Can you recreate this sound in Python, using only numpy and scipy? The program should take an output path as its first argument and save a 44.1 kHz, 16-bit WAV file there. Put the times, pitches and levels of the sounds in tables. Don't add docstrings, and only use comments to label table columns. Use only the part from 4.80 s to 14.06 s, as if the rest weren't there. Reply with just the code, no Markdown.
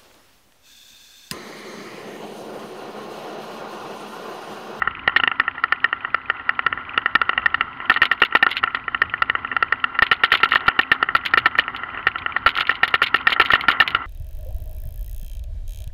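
import sys
import numpy as np
from scipy import signal
from scipy.fft import rfft, irfft
from scipy.io import wavfile
from scipy.ndimage import uniform_filter1d

SR = 44100
rng = np.random.default_rng(int(sys.argv[2]) if len(sys.argv) > 2 else 0)


def inscribe(sig):
    pcm = np.round(np.clip(np.atleast_2d(sig).T, -1, 1) * 32767)
    wavfile.write(sys.argv[1], SR, pcm.astype(np.int16))


def undo_db(level):
    steps = np.asarray(level, float) / 20
    return 10 ** steps


N = 408366

# start in seconds, frame buzz level in dB, wind level in dB.
RIDE_LEVELS = [(0.0, -34.5, -45), (0.46, -36.5, -53), (0.82, -36.5, -56.5), (2.71, -35.5, -51.5),
               (2.81, -34.5, -50), (3.61, -36.5, -59.5), (4.13, -37, -51), (4.74, -36, -50),
               (5.16, -36, -56), (5.67, -33.5, -55), (5.96, -34, -59.5), (6.5, -34.5, -50),
               (7.19, -33.5, -50.5), (7.45, -35, -50.5), (8.85, -34, -50.5), (9.26, -31.5, -49.5)]

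# frequency in Hz, level in dB, t60 in seconds.
FRAME_MODES = [(360, -7, 0.023), (756, 0.5, 0.014), (1040, 7, 0.012), (1362, 9, 0.023), (1982, 5, 0.018),
               (2780, -9.5, 0.039), (3040, -6.5, 0.019)]
# frequency in Hz, level in dB, t60 in seconds.
TYRE_CAVITY_MODES = [(258, 0, .12)]
# frequency in Hz, level in dB, t60 in seconds.
MOUNT_MODES = [(2050, -5, .006), (2470, 0, .009), (2850, -1, .007), (3150, -5, .006)]
# frequency in Hz, level in dB, t60 in seconds.
CLIP_MODES = [(1510, -10.5, 0.036), (2114, 5, 0.0099), (2963, 10, 0.0054), (3770, 10.5, 0.0029),
              (4290, 5, 0.0057), (5100, -3, 0.004)]
# frequency in Hz, level in dB, t60 in seconds.
CLIP_CRACK_MODES = [(6700, 6, 0.003), (9650, 3, 0.0014), (11300, 6, 0.002), (12700, 4, 0.002)]
# frequency in Hz, level in dB, t60 in seconds.
CASE_MODES = [(390, -6, .016), (775, -7, .024), (1070, 5, .007), (1356, 13, .020), (1456, -2, .033)]
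CASE_SIGNS = [-1, 1, 1, -1, 1]
# frequency in Hz, level in dB, t60 in seconds.
DOOR_MODES = [(1775, 12, .022), (1856, 21, .013), (2009, 17, .008)]
DOOR_SIGNS = [-1, 1, -1]
# frequency in Hz, level in dB, t60 in seconds.
LID_MODES = [(2380, -10, .015), (2777, 5, .012), (3019, 2, .010)]
LID_SIGNS = [1, 1, -1]
# frequency in Hz, gain in dB.
MIC_RESPONSE = [(2500, 0), (3600, -2), (4400, -9), (5200, -19), (6200, -37), (7000, -36), (7900, -45),
                (8800, -35), (10000, -31), (15500, -31), (15900, -46), (17000, -75)]

# time in seconds, blow in dB.
EVEN_BLOWS = [(.0202, -8), (.0741, -5.5), (.1697, -23), (.2762, 2.5), (.399, -8.5), (.4351, -1),
              (.4752, -2.5), (.515, -6.5), (.598, .5), (.679, -7), (.7793, -16.5), (.8377, -3.5),
              (.9231, -1.5), (1.0427, .5), (1.128, -7), (1.248, -11.5), (1.3442, -2.5), (1.4991, -3),
              (1.5965, -19), (1.6918, -3), (1.7916, -6), (1.864, -3.5), (1.9264, -9), (1.9745, -15.5),
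              (2.1067, -23.5), (2.143, -18), (2.1763, -1.5), (2.259, -3.5), (2.3523, 5),
              (2.415, -2.5), (2.4925, -3), (2.531, -15), (2.5767, -2.5), (2.6588, 1.5),
                     (2.7432, -4.5), (2.8083, -3), (3.0018, -17), (3.1712, -9), (3.8296, -12.5),
                     (3.837, -4.5), (3.8748, -13), (3.97, -15), (4.08, -9), (4.146, -8), (4.2174, 0),
                     (4.3382, -6.5), (4.4203, 0.5), (4.4977, -3.5), (4.5513, -6), (4.6472, -14),
                     (4.7145, -10.5), (4.7257, -16), (4.765, -4.5), (4.825, -3), (4.9238, -3), (5.0406, -5),
                     (5.1512, -18), (5.189, -4.5)]
# time in seconds,
# blow in dB.
PATCHED_BLOWS = [(3.1155, -7.5), (3.232, -5.5), (3.5241, -15.5), (3.6265, 7), (3.665, -4.5),
                 (3.6768, -16.5), (3.714, -23), (5.5379, -5), (5.5546, -11), (5.602, -16),
                 (5.6562, -9.5), (5.7356, -7.5), (5.807, -22), (5.86, -19), (5.8806, 6.5),
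                 (5.9149, -16), (6.149, -22), (6.2265, 0), (6.2875, -7.5), (6.436, -24), (6.5365, 2),
                 (6.6658, -10), (6.7528, -11), (6.8796, -10), (6.9469, -16.5), (7.0338, -13.5),
                 (7.086, -25.5), (7.146, -17), (7.174, -14.5), (7.1915, -21),
                 (7.357, -12), (7.461, -7), (7.5635, -5.5), (7.676, -9), (7.765, -13.5), (7.7849, -8),
                     (7.8092, -12), (7.827, -17.5), (7.914, -12), (8.0768, -18), (8.495, -10.5),
                     (8.5627, -12), (8.6184, -6.5), (8.651, -17), (8.68, -27), (8.7036, -5), (8.755, -8.5),
                     (8.7947, -22), (8.8384, -23), (8.9015, -8), (8.925, -14), (8.9357, -18), (8.97, -24),
                     (9.022, -7.5), (9.079, -21)]
THROWING_BUMPS_EARLY = [(0.3619, 2.5, 0.0055, -18.5), (3.0971, 9, .025, -26.5), (3.1614, -9, .0066, -31),
                        (3.2178, 6, 0.012, -20), (3.314, -0.5, 0.0096, -24.5), (3.4186, 11.5, .03, -22.5),
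                        (3.551, 7, .018, -27.5), (3.9463, -9, 0.0014, -24.5), (5.2221, 7.5, 0.005, -16),
                        (5.314, 7, 0.0099, -19), (5.4355, 6, .0097, -18.5), (5.5183, 4.5, 0.0053, -3.5),
                        (5.6321, 8.5, 0.012, -19.5), (5.719, -4, 0.0094, -24), (5.7563, 1, 0.01, -28.5),
                        (5.9907, 5.5, 0.022, -24.5)]
# time in seconds, blow in dB, clip landing delay in seconds, clip in dB.
THROWING_BUMPS_LATE = [(6.116, 7, 0.01, -26.5), (6.3503, 5, 0.014, -20), (6.5741, 0, 0.0073, -17.5),
                       (6.6575, 2, 0.0044, -16.5), (6.7867, 2.5, 0.0075, -19.5), (7.2685, 0.5, .007, -29),
                       (7.662, 8.5, 0.0087, -18), (7.8936, -0.5, 0.013, -25.5), (8.0321, 6, .007, -20),
                       (8.14, 4.5, 0.0079, -21), (8.218, 3, 0.0088, -8), (8.3431, 3, 0.016, -18.5),
                       (8.47, 6, 0.014, -29), (8.5203, -7.5, .0035, -13.5), (8.598, 10, .015, -15),
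                       (8.7348, 8, 0.014, -18), (8.8836, 10.5, 0.012, -23.5), (9.0013, 11.5, 0.012, -19.5),
                       (9.1478, -1, 0.0051, -32)]
LONE_CLIP_STRIKES = [(3.2535, -19.5), (3.4008, -31), (3.6904, -34), (3.7057, -27), (3.7124, -20.5),
                     (3.7676, -16.5), (5.265, -26.5), (5.5505, -19.5), (5.5726, -25), (5.689, -29),
                     (5.7105, -25.5), (5.7505, -19), (5.867, -33), (6.459, -10), (6.7815, -23),
                     (6.963, -29), (7.3812, -29), (7.6903, -19.5), (7.753, -25), (7.7732, -19),
                     (7.7974, -23.5), (7.8052, -15), (7.868, -23.5), (8.0788, -20.5), (8.243, -31),
                     (8.2685, -22.5), (8.502, -21), (8.6587, -22.5), (8.72, -22), (9.0764, -16.5),
                     (0.408, -44), (2.7443, -31), (3.1407, -30), (3.7218, -37), (3.759, -35), (5.363, -40),
                      (5.459, -34), (5.505, -39), (5.604, -33), (5.74, -38), (5.8056, -40), (6.149, -44),
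                      (6.452, -26.5), (6.5098, -39), (7.567, -34), (7.8189, -37), (7.942, -40),
                      (7.9536, -33), (8.0542, -39.5), (8.1056, -36), (8.2632, -23.5), (8.399, -42),
                      (8.412, -42), (8.6495, -24.5), (8.685, -37), (8.7158, -22), (8.8086, -24),
                      (8.9133, -18), (9.0292, -33), (9.1044, -26)]


def ring(drive, modes, signs=None):
    total = 0
    for k, (hz, db, t60_s) in enumerate(modes):
        decay = np.log(1000) / (max(t60_s, .002) * SR)
        pole = np.exp(2j * np.pi * hz / SR - decay)
        sign = signs[k] if signs else (-1) ** k
        total = total + undo_db(db) * sign * signal.lfilter([1], [1, -pole], drive).imag
    return total


def butter(x, hz, kind, order=2):
    return signal.sosfilt(signal.butter(order, hz, kind, fs=SR, output="sos"), x)


def unit(x):
    return x / np.sqrt(np.mean(x ** 2))


def spikes(time_s, size):
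    index = np.clip((np.asarray(time_s) * SR).astype(int), 0, N - 1)
    return np.bincount(index, size, N)


def fading(impulses, fade_s):
    return signal.lfilter([1], [1, -np.exp(-1 / (fade_s * SR))], impulses)


def walk(rate_hz):
    hold = int(SR / rate_hz)
    levels = rng.standard_normal(N // hold + 1)
    return uniform_filter1d(np.repeat(levels, hold), hold)[:N]


def chatter(time_s, db, fade_s, share):
    burst = fading(spikes(time_s, undo_db(db)), fade_s)
    return burst * rng.standard_normal(N) * (rng.random(N) < share)


def blows():
    bumps = [row[:2] for row in THROWING_BUMPS_EARLY + THROWING_BUMPS_LATE]
    even = EVEN_BLOWS
    patched = PATCHED_BLOWS
    return np.transpose(sorted(even + patched + bumps))


def wind():
    start_s, _, wind_db = np.transpose(RIDE_LEVELS)
    db = np.interp(np.arange(N) / SR, start_s, wind_db) + 4.5 + 1.5 * walk(9)
    gusts = rng.standard_normal(N) * undo_db(2.5 * walk(20))
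    rumble = butter(butter(gusts, 135, "low"), 55, "high")
    return unit(rumble) * undo_db(db)


def frame_buzz():
    start_s, buzz_db, _ = np.transpose(RIDE_LEVELS)
    blow_s, blow_db = blows()
    shudder = fading(spikes(blow_s, undo_db(0.21 * blow_db)), fade_s=0.015)
    db = np.interp(np.arange(N) / SR, start_s, buzz_db) - 2.0 + 9.5 * shudder
    struck = rng.random(N) < 80 / SR
    grit = struck * undo_db(1.34 * rng.exponential(size=N)) * rng.standard_normal(N)
    grain = rng.standard_normal(N) * undo_db(2.6 * walk(70))
    hum = butter(ring(grain + undo_db(15) * grit, FRAME_MODES), 4100, "low", order=3)
    cavity = ring(rng.standard_normal(N), TYRE_CAVITY_MODES)
    return unit(hum) * undo_db(db + 1.5) + unit(cavity) * undo_db(.5 * db - 31.5 + 2 * walk(8))


def swing_touches(count=4):
    swing_s, touch_db, scatter_db, settle_s = .042, -38, 3.5, .025
    blow_s, blow_db = blows()
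    blow_s = blow_s[blow_db > -12.5]
    touch_s = blow_s[:, None] - swing_s * np.arange(1, count + 1)
    level_db = touch_db + scatter_db * rng.standard_normal((len(blow_s), count))
    quiet = touch_s > np.r_[0, blow_s[:-1]][:, None] + settle_s
    return touch_s[quiet], level_db[quiet]


def mount_taps():
    touch_s, db = swing_touches()
    contact = chatter(touch_s, db - 1, fade_s=.003, share=.4)
    return ring(butter(contact, 6000, "low"), MOUNT_MODES)


def clip_touches(count=2):
    bounce_s, bounce_scatter, bounce_db, scatter_db = 0.0073, .4, -14, 3.5
    bumps = THROWING_BUMPS_EARLY + THROWING_BUMPS_LATE
    landings = [(blow_s + delay_s, db) for blow_s, _, delay_s, db in bumps]
    s, db = np.transpose(landings + LONE_CLIP_STRIKES)
    chance = rng.standard_normal((len(s), 2, count))
    gaps_s = bounce_s * np.exp(bounce_scatter * chance[:, 0])
    loss_db = bounce_db * np.arange(1, count + 1) ** .5 + scatter_db * chance[:, 1]
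    again_s = s[:, None] + gaps_s.cumsum(axis=1)
    again_db = db[:, None] + loss_db
    return np.r_[s, again_s.ravel()], np.r_[db, again_db.ravel()]


def clip_ticks():
    touch_s, db = clip_touches()
    crack = ring(chatter(touch_s, 1.3 * db + 17, fade_s=.0025, share=.05), CLIP_CRACK_MODES)
    body = ring(chatter(touch_s, db - 1.5, fade_s=.0037, share=.055), CLIP_MODES)
    return body + crack


def with_rebounds():
    rebound_s, scatter_s, rebound_db, scatter_db = 0.016, 0.0019, -21.5, 2.5
    s, db = blows()
    chance = rng.standard_normal((len(s), 2)).T
    free = (db > -4.2) & (np.diff(s, append=99) > .03)
    again_s = s + rebound_s + scatter_s * chance[0]
    again_db = db + rebound_db + scatter_db * chance[1]
    s, db = np.r_[s, again_s[free]], np.r_[db, again_db[free]]
    order = np.argsort(s)
    return s[order], db[order]


def camera_knocks():
    s, db = with_rebounds()
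    rebound = np.diff(s, prepend=-1) < .03
    s = s - .0002

    def push(push_db):
        return butter(spikes(s, undo_db(push_db)), 1810, "low")

    blow_db = 1.162 * db - 10
    contact = chatter(s, 1.42 * db - 26 + 4 * rebound, fade_s=.0022, share=.2)
    scuff = butter(contact, 3300, "low")
    case = ring(push(blow_db - 1.5 + 3 * rebound) + scuff, CASE_MODES, CASE_SIGNS)
    door = ring(push(blow_db - 4 * rebound) + undo_db(-3.5) * scuff, DOOR_MODES, DOOR_SIGNS)
    lid = ring(push(1.49 * db - 4) + undo_db(9) * scuff, LID_MODES, LID_SIGNS)
    return case + door + lid


def scene():
    knocks = butter(camera_knocks(), 180, "high", order=1)
    return (wind() + frame_buzz() + mount_taps() + clip_ticks() + knocks)[None]


def overload(dry):
    rail = .545
    railed = np.clip(dry, -rail, rail)
    railed = railed - undo_db(-9) * butter(railed, [120, 240], "band", order=1)
    excess = np.clip(abs(dry) / rail - 1, 0, 4)
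    crackle = butter(np.sqrt(excess) * rng.standard_normal(N), [9000, 14500], "band")
    return railed + undo_db(-9) * crackle + undo_db(-51) * rng.standard_normal(N)


def sealed_microphone(x):
    size = 1024
    hz, db = np.transpose(MIC_RESPONSE)
    gain_db = np.interp(np.arange(size // 2 + 1) * SR / size, hz, db)
    cepstrum = irfft(np.log(undo_db(gain_db)), size)
    cepstrum[1:size // 2] *= 2
    cepstrum[size // 2 + 1:] = 0
    response = irfft(np.exp(rfft(cepstrum)), size)
    return signal.fftconvolve(x, response[None])[:, :N]


def whine():
    t = np.arange(N) / SR
    return undo_db(-83) * np.sin(2 * np.pi * 10018 * t) * np.cos(2 * np.pi * 37 * t)


def top_cut(x):
    return signal.sosfilt(signal.butter(12, 16460, fs=SR, output="sos"), x)


def record(dry):
    mix = sealed_microphone(overload(dry)) + whine()
    return top_cut(mix)


dry = scene()
out = record(dry)
inscribe(out)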